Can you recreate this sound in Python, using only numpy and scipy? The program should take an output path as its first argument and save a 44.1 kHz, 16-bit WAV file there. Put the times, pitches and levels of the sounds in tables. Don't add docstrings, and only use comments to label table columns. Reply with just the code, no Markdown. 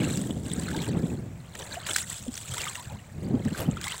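import sys
import numpy as np
from scipy import signal
from scipy.fft import rfft, irfft
from scipy.io import wavfile
from scipy.ndimage import uniform_filter1d

SR = 44100
rng = np.random.default_rng(int(sys.argv[2]) if len(sys.argv) > 2 else 0)


def pcm_store(signal):
    levels = np.round(np.clip(np.atleast_2d(signal), -1, 1) * 32767)
    wavfile.write(sys.argv[1], SR, levels.astype(np.int16).T)


N = 176400
T = np.arange(N) / SR

# time_s, churn_db, spray_db
WAVE_LEVELS = [
    [(0.0, -35.5, -45.5), (0.144, -43, -39), (0.334, -58.5, -51.5), (0.432, -71, -56.5),
     (0.458, -48, -47.5), (0.826, -39.5, -47), (0.89, -45, -44.5), (0.906, -47.5, -56),
     (1.102, -52.5, -51.5), (1.28, -64, -69.5), (1.544, -55.5, -61.5), (1.556, -36, -54), (1.572, -59, -53),
     (1.604, -42.5, -43), (1.696, -49.5, -52.5), (1.744, -37.5, -40), (1.772, -47, -51),
     (1.858, -43, -53.5), (1.868, -37.5, -37), (1.912, -33, -37), (1.94, -43.5, -31.5)],
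    [(2.03, -40, -37), (2.056, -54, -49.5), (2.106, -44, -37.5), (2.3, -61, -52.5), (2.386, -51, -41),
     (2.424, -52.5, -46.5), (2.61, -35.5, -38), (2.808, -47, -47.5), (2.95, -53.5, -59.5),
     (3.182, -62.5, -65.5), (3.23, -54, -57.5), (3.324, -58, -65.5), (3.614, -42, -47.5),
     (3.676, -52.5, -67), (3.708, -50.5, -58), (3.796, -47, -55), (3.85, -38, -41), (3.938, -37.5, -44),
     (4.0, -52, -45.5)],
]
# time_s, level_db
WIND_LEVELS = [(0.0, -24.5), (0.08, -29), (0.5, -34), (1.06, -29), (1.51, -47), (2.2, -45.5), (2.46, -48.5),
               (2.63, -45.5), (2.84, -51), (2.94, -39), (3.07, -51.5), (3.17, -37), (3.35, -28.5),
               (3.42, -33), (3.53, -33), (3.55, -44), (3.6, -35), (3.69, -33.5), (3.74, -35), (4.0, -54)]
# peak_s, level_db, length_s
WIND_BUFFETS = [(0.037, -24, 0.021), (0.22, -30.5, 0.028), (0.583, -25, 0.0087), (0.915, -27.5, 0.028),
                (0.97, -25.5, 0.021), (1.038, -25, 0.029), (3.266, -31.5, 0.014), (3.31, -24, 0.013),
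                (3.348, -19.5, 0.027), (3.464, -23.5, 0.029), (3.524, -27.5, .014), (3.69, -17, 0.02)]
# start_s, smack_db, bubble_hz, bubble_db
DROP_HITS = [(0.107, -41, 7850, -27), (0.172, -27.5, 7100, -38), (0.307, -53, 3310, -27.5),
             (0.5154, -36, 3500, -29), (0.5347, -39, 8420, -19), (.596, -36, 8150, -24.5),
             (.683, -42, 1480, -25.5), (0.7637, -29, 3520, -27.5), (.818, -29.5, 3560, -29.5),
             (1.5517, -33.5, 1830, -36), (1.712, -45, 1600, -30.5), (1.866, -25.5, 3200, -29.5),
             (1.888, -31, 1350, -27.5), (1.91, -32.5, 3330, -20.5), (1.9616, -14, 7770, -18),
             (1.983, -22.5, 1950, -28), (2.0153, -38, 8360, -22.5), (2.3402, -32.5, 7750, -29),
             (2.354, -35, 6120, -29), (2.376, -27, 3640, -31), (2.54, -40, 1340, -30),
             (2.616, -25.5, 3300, -29), (2.653, -38, 2070, -29.5), (2.667, -44, 1220, -23.5),
             (2.682, -42, 3180, -23.5), (2.695, -35, 8100, -26.5), (2.753, -29, 2760, -26),
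             (3.4495, -37.5, 1880, -35.5), (3.481, -50, 1770, -31.5), (3.5472, -48, 1516, -27),
             (3.576, -34, 7700, -35), (3.607, -37, 12500, -26.5), (3.712, -59, 7450, -29),
             (3.769, -44, 1340, -27), (3.8126, -29.5, 1620, -34), (3.8403, -26, 3420, -24.5),
             (3.8674, -28, 1077, -25.5), (3.88, -26.5, 2180, -26.5), (3.9208, -39, 3130, -23)]
# peak_s, level_db, half_length_s
SLOSH_SWELLS = [(0.73, -54, 0.055), (0.963, -39, 0.031), (1.618, -46.5, 0.019), (1.673, -49, 0.17),
                (1.91, -42.5, 0.025), (2.535, -47, 0.04), (2.611, -44.5, .025), (3.612, -34, 0.028)]
# start_s, level_db, start_hz, length_s, rise_share
AIR_POCKETS = [(.735, -39, 856, 0.042, 0.26), (0.869, -43, 904, 0.022, 0.17),
               (1.6, -41.5, 816, 0.026, 0.12), (1.767, -34.5, 680, 0.028, 0.27),
               (2.266, -38, 516, 0.009, .1), (2.275, -30.5, 240, 0.034, .05), (2.776, -40, 980, 0.019, .05),
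               (2.791, -44, 940, 0.0415, 0.35), (2.897, -41.5, 830, 0.036, .1),
               (2.914, -42.5, 530, 0.059, 1.5)]
# start_s, level_db
HULL_KNOCKS = [(2.497, -15), (2.52, -13.5), (2.87, -17), (2.923, -18)]

# frequency_hz, gain_db
CHURN_EQ = [(150, -17.5), (400, -7.5), (1100, -2), (1600, 3), (2400, 0), (3200, 0), (4200, -2), (5200, -12),
            (9000, -35), (15000, -60)]
SPRAY_EQ = [(1500, -18.5), (3500, 1), (5200, -12), (6600, -7), (7700, 4.5), (8800, -2.5), (10500, -13.5),
            (13000, -22), (15500, -20.5)]
MIST_EQ = [(2000, -18.5), (4500, -6.5), (9000, -2.5), (13000, -7), (15500, -3)]
RIPPLE_EQ = [(60, 1), (300, -1), (650, 4), (1500, -8.5), (2400, -8), (3300, -16), (5200, -17),
             (6600, -13.5), (7700, -11), (9500, -22), (12500, -24), (15500, -18)]
BREEZE_EQ = [(20, -36), (40, -18), (70, 0), (120, 0), (200, -7), (320, -20.5), (700, -40), (2000, -37),
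             (9000, -100)]
GUST_EQ = [(30, -46.5), (80, -8), (130, 3), (210, 0), (340, -6.5), (500, -13), (900, -26.5), (2000, -50),
           (14000, -105)]
SMACK_EQ = [(800, -11.5), (1600, -1.5), (2400, 2), (4000, 0), (6000, 0.5), (7800, 4.5), (9500, -5),
            (12500, -17.5), (15500, -4)]
SLOSH_EQ = [(150, -10), (330, -3), (620, 0), (850, -8), (1300, -14), (12000, -68)]
RUSH_EQ = [(500, 6.5), (1500, 3), (3000, -4), (5500, -8), (15500, -8.5)]


def from_db(db):
    return 10 ** (np.asarray(db) / 20)


def unit_power(x):
    return x / np.sqrt(np.mean(x ** 2) + 1e-20)


def ride(rows):
    times, *columns = np.transpose(rows)
    return [np.interp(T, times, column) for column in columns]


def colour(x, eq):
    size = 2 * N
    hz, db = np.transpose(eq)
    bin_hz = np.arange(N + 1) * SR / size
    gain = unit_power(from_db(np.interp(np.log(bin_hz + 1), np.log(hz), db)))
    cepstrum = irfft(np.log(gain))[:N]
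    cepstrum[1:] *= 2
    return irfft(rfft(x, size) * np.exp(rfft(cepstrum, size)))[:N]


def noise(eq):
    return unit_power(colour(rng.standard_normal(N), eq))


def band_noise(edges_hz):
    band = signal.butter(2, edges_hz, "band", fs=SR, output="sos")
    return signal.sosfilt(band, rng.standard_normal(N))


def even(x, samples):
    power = uniform_filter1d(uniform_filter1d(x ** 2, samples), samples)
    return x / np.sqrt(np.abs(power) + 1e-12)


def wobble(corner_hz):
    pole = np.exp(-2 * np.pi * corner_hz / SR)
    smooth = signal.lfilter([1], [1, -2 * pole, pole * pole], rng.standard_normal(N + SR))
    return unit_power(smooth[SR:])


def swell(peak_s, db, half_length_s):
    return from_db(db) * np.exp(-((T - peak_s) / half_length_s) ** 2)


def add(out, start_s, sound):
    i = int(np.clip(start_s * SR, 0, N - 1))
    out[i:i + len(sound)] += sound[:N - i]


def impacts(per_s, spread_db):
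    return (rng.random(N) < per_s / SR) * from_db(spread_db * np.minimum(rng.exponential(1, N), 4))


def tails(hits, decay_s):
    return unit_power(signal.lfilter([1], [1, -np.exp(-1 / (decay_s * SR))], hits + 1e-18))


def splatter(wash=0.68, colour_db=4):
    hits = impacts(per_s=270, spread_db=4)
    edges_hz = np.geomspace(200, 17000, 14)
    out = np.zeros(N)
    for band in zip(edges_hz, edges_hz[1:]):
        tint = from_db(colour_db * rng.uniform(-1.8, 1.9, N))
        out += (wash + tails(hits * tint, decay_s=0.0031)) * band_noise(band)
    return out


def ring(hz, t60_s, rise, attack_cycles=1.25):
    t = T[:int(t60_s * SR) + 2]
    envelope = from_db(-60 * t / t60_s) * (1 - np.exp(-t * hz / attack_cycles))
    return envelope * np.sin(2 * np.pi * hz * (t + rise * t * t / (2 * t60_s)))


def bubble_cloud(per_s, low_hz, high_hz, mean_cycles, spread_db=4, max_rise=0.32):
    out = np.zeros(N)
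    for when, pitch, strength, sustain, bend in rng.random((int(per_s * N / SR), 5)):
        hz = low_hz * (high_hz / low_hz) ** pitch
        gain = hz / high_hz * from_db(spread_db * min(-np.log(strength), 4))
        t60_s = mean_cycles * (0.5 + sustain) / hz
        add(out, when * N / SR, gain * ring(hz, t60_s, max_rise * bend))
    return out


def waves():
    churn_db, spray_db = ride(np.vstack(WAVE_LEVELS))
    mist_db = -55 + 0.91 * (spray_db + 46)
    splats = splatter()
    churn = even(colour(splats, CHURN_EQ), samples=2000)
    spray = even(colour(splats, SPRAY_EQ), samples=2000)
    mist = unit_power(colour(splats, MIST_EQ))
    bubbles = bubble_cloud(per_s=620, low_hz=709, high_hz=5080, mean_cycles=41)
    bubbles = even(colour(bubbles, CHURN_EQ), samples=2400)
    fizz = bubble_cloud(per_s=280, low_hz=3890, high_hz=11300, mean_cycles=86)
    fizz = even(colour(fizz, SPRAY_EQ), samples=2400)
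    droplets = tails(impacts(per_s=75, spread_db=3), decay_s=0.0015)
    crackle = unit_power(colour(droplets * rng.standard_normal(N), SPRAY_EQ))
    body = from_db(-6.5) * churn + from_db(-2.17) * bubbles
    top = from_db(-3) * (spray + fizz) + from_db(-5) * crackle
    return from_db(churn_db) * body + from_db(spray_db) * top + from_db(mist_db) * mist


def ripples(level_db=-55.5):
    return from_db(level_db) * noise(RIPPLE_EQ)


def wind(gust_midpoint_db=-35, gust_knee_db=2.5, flutter_db=3, trim_db=0.5):
    level_db, = ride(WIND_LEVELS)
    gust_share = 1 / (1 + np.exp((gust_midpoint_db - level_db) / gust_knee_db))
    rumble = np.sqrt(1 - gust_share) * noise(BREEZE_EQ) + np.sqrt(gust_share) * noise(GUST_EQ)
    rumble *= from_db(flutter_db * wobble(corner_hz=31.3))
    eddies = even(band_noise(edges_hz=(142.8, 251.8)), samples=400)
    buffets = sum(swell(peak_s, db, length_s / 2) for peak_s, db, length_s in WIND_BUFFETS)
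    return from_db(level_db + trim_db) * even(rumble, samples=3000) + buffets * eddies


def drops(attack_s=0.0013, decay_s=0.0021, detune=0.12, lag_s=0.0015, step_db=5.5):
    smacks, bubbles = np.zeros(N), np.zeros(N)
    t = T[:SR // 20]
    envelope = 2 * (1 - np.exp(-t / attack_s)) * np.exp(-t / decay_s)
    for start_s, smack_db, hz, bubble_db in DROP_HITS:
        add(smacks, start_s, from_db(smack_db) * envelope)
        t60_s = 0.02 * np.sqrt(3000 / hz)
        for k, side in enumerate((0, -1, 1)):
            scatter = rng.uniform(0.5, 1)
            plink = ring(hz * np.exp(side * detune * scatter), t60_s, rise=0.071)
            add(bubbles, start_s + k * lag_s * scatter, from_db(bubble_db - k * step_db) * plink)
    return colour(smacks * rng.standard_normal(N), SMACK_EQ) + bubbles


def sloshes():
    return sum(swell(*row) for row in SLOSH_SWELLS) * noise(SLOSH_EQ)


def gurgles(roughness=0.63):
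    out = np.zeros(N)
    for start_s, db, start_hz, length_s, rise in AIR_POCKETS:
        progress = np.linspace(0, 1, int(length_s * SR) + 2)
        hz = start_hz * (1 + rise * progress ** 2)
        envelope = from_db(db) * np.sin(np.pi * np.sqrt(progress))
        add(out, start_s, envelope * np.sin(2 * np.pi * np.cumsum(hz) / SR))
    return out * (1 + roughness * wobble(corner_hz=114))


def plop():
    out = np.zeros(N)
    add(out, start_s=1.9608, sound=from_db(-9.5) * ring(hz=1460, t60_s=0.012, rise=0.68))
    return out


def hull_thuds():
    out = np.zeros(N)
    for start_s, db in HULL_KNOCKS:
        add(out, start_s, from_db(db) * ring(hz=111, t60_s=0.047, rise=0))
    return out


def rush():
    spatter = even(colour(splatter(), RUSH_EQ), samples=3000)
    return swell(peak_s=3.6, db=-39.5, half_length_s=0.061) * spatter


def scene():
    beds = waves() + ripples() + wind()
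    accents = drops() + sloshes() + gurgles() + plop() + hull_thuds() + rush()
    return (beds + accents)[None]


def record(dry):
    cutoff_hz = 15800
    return signal.sosfilt(signal.ellip(12, 0.2, 80, cutoff_hz, fs=SR, output="sos"), dry)


dry = scene()
out = record(dry)
pcm_store(out)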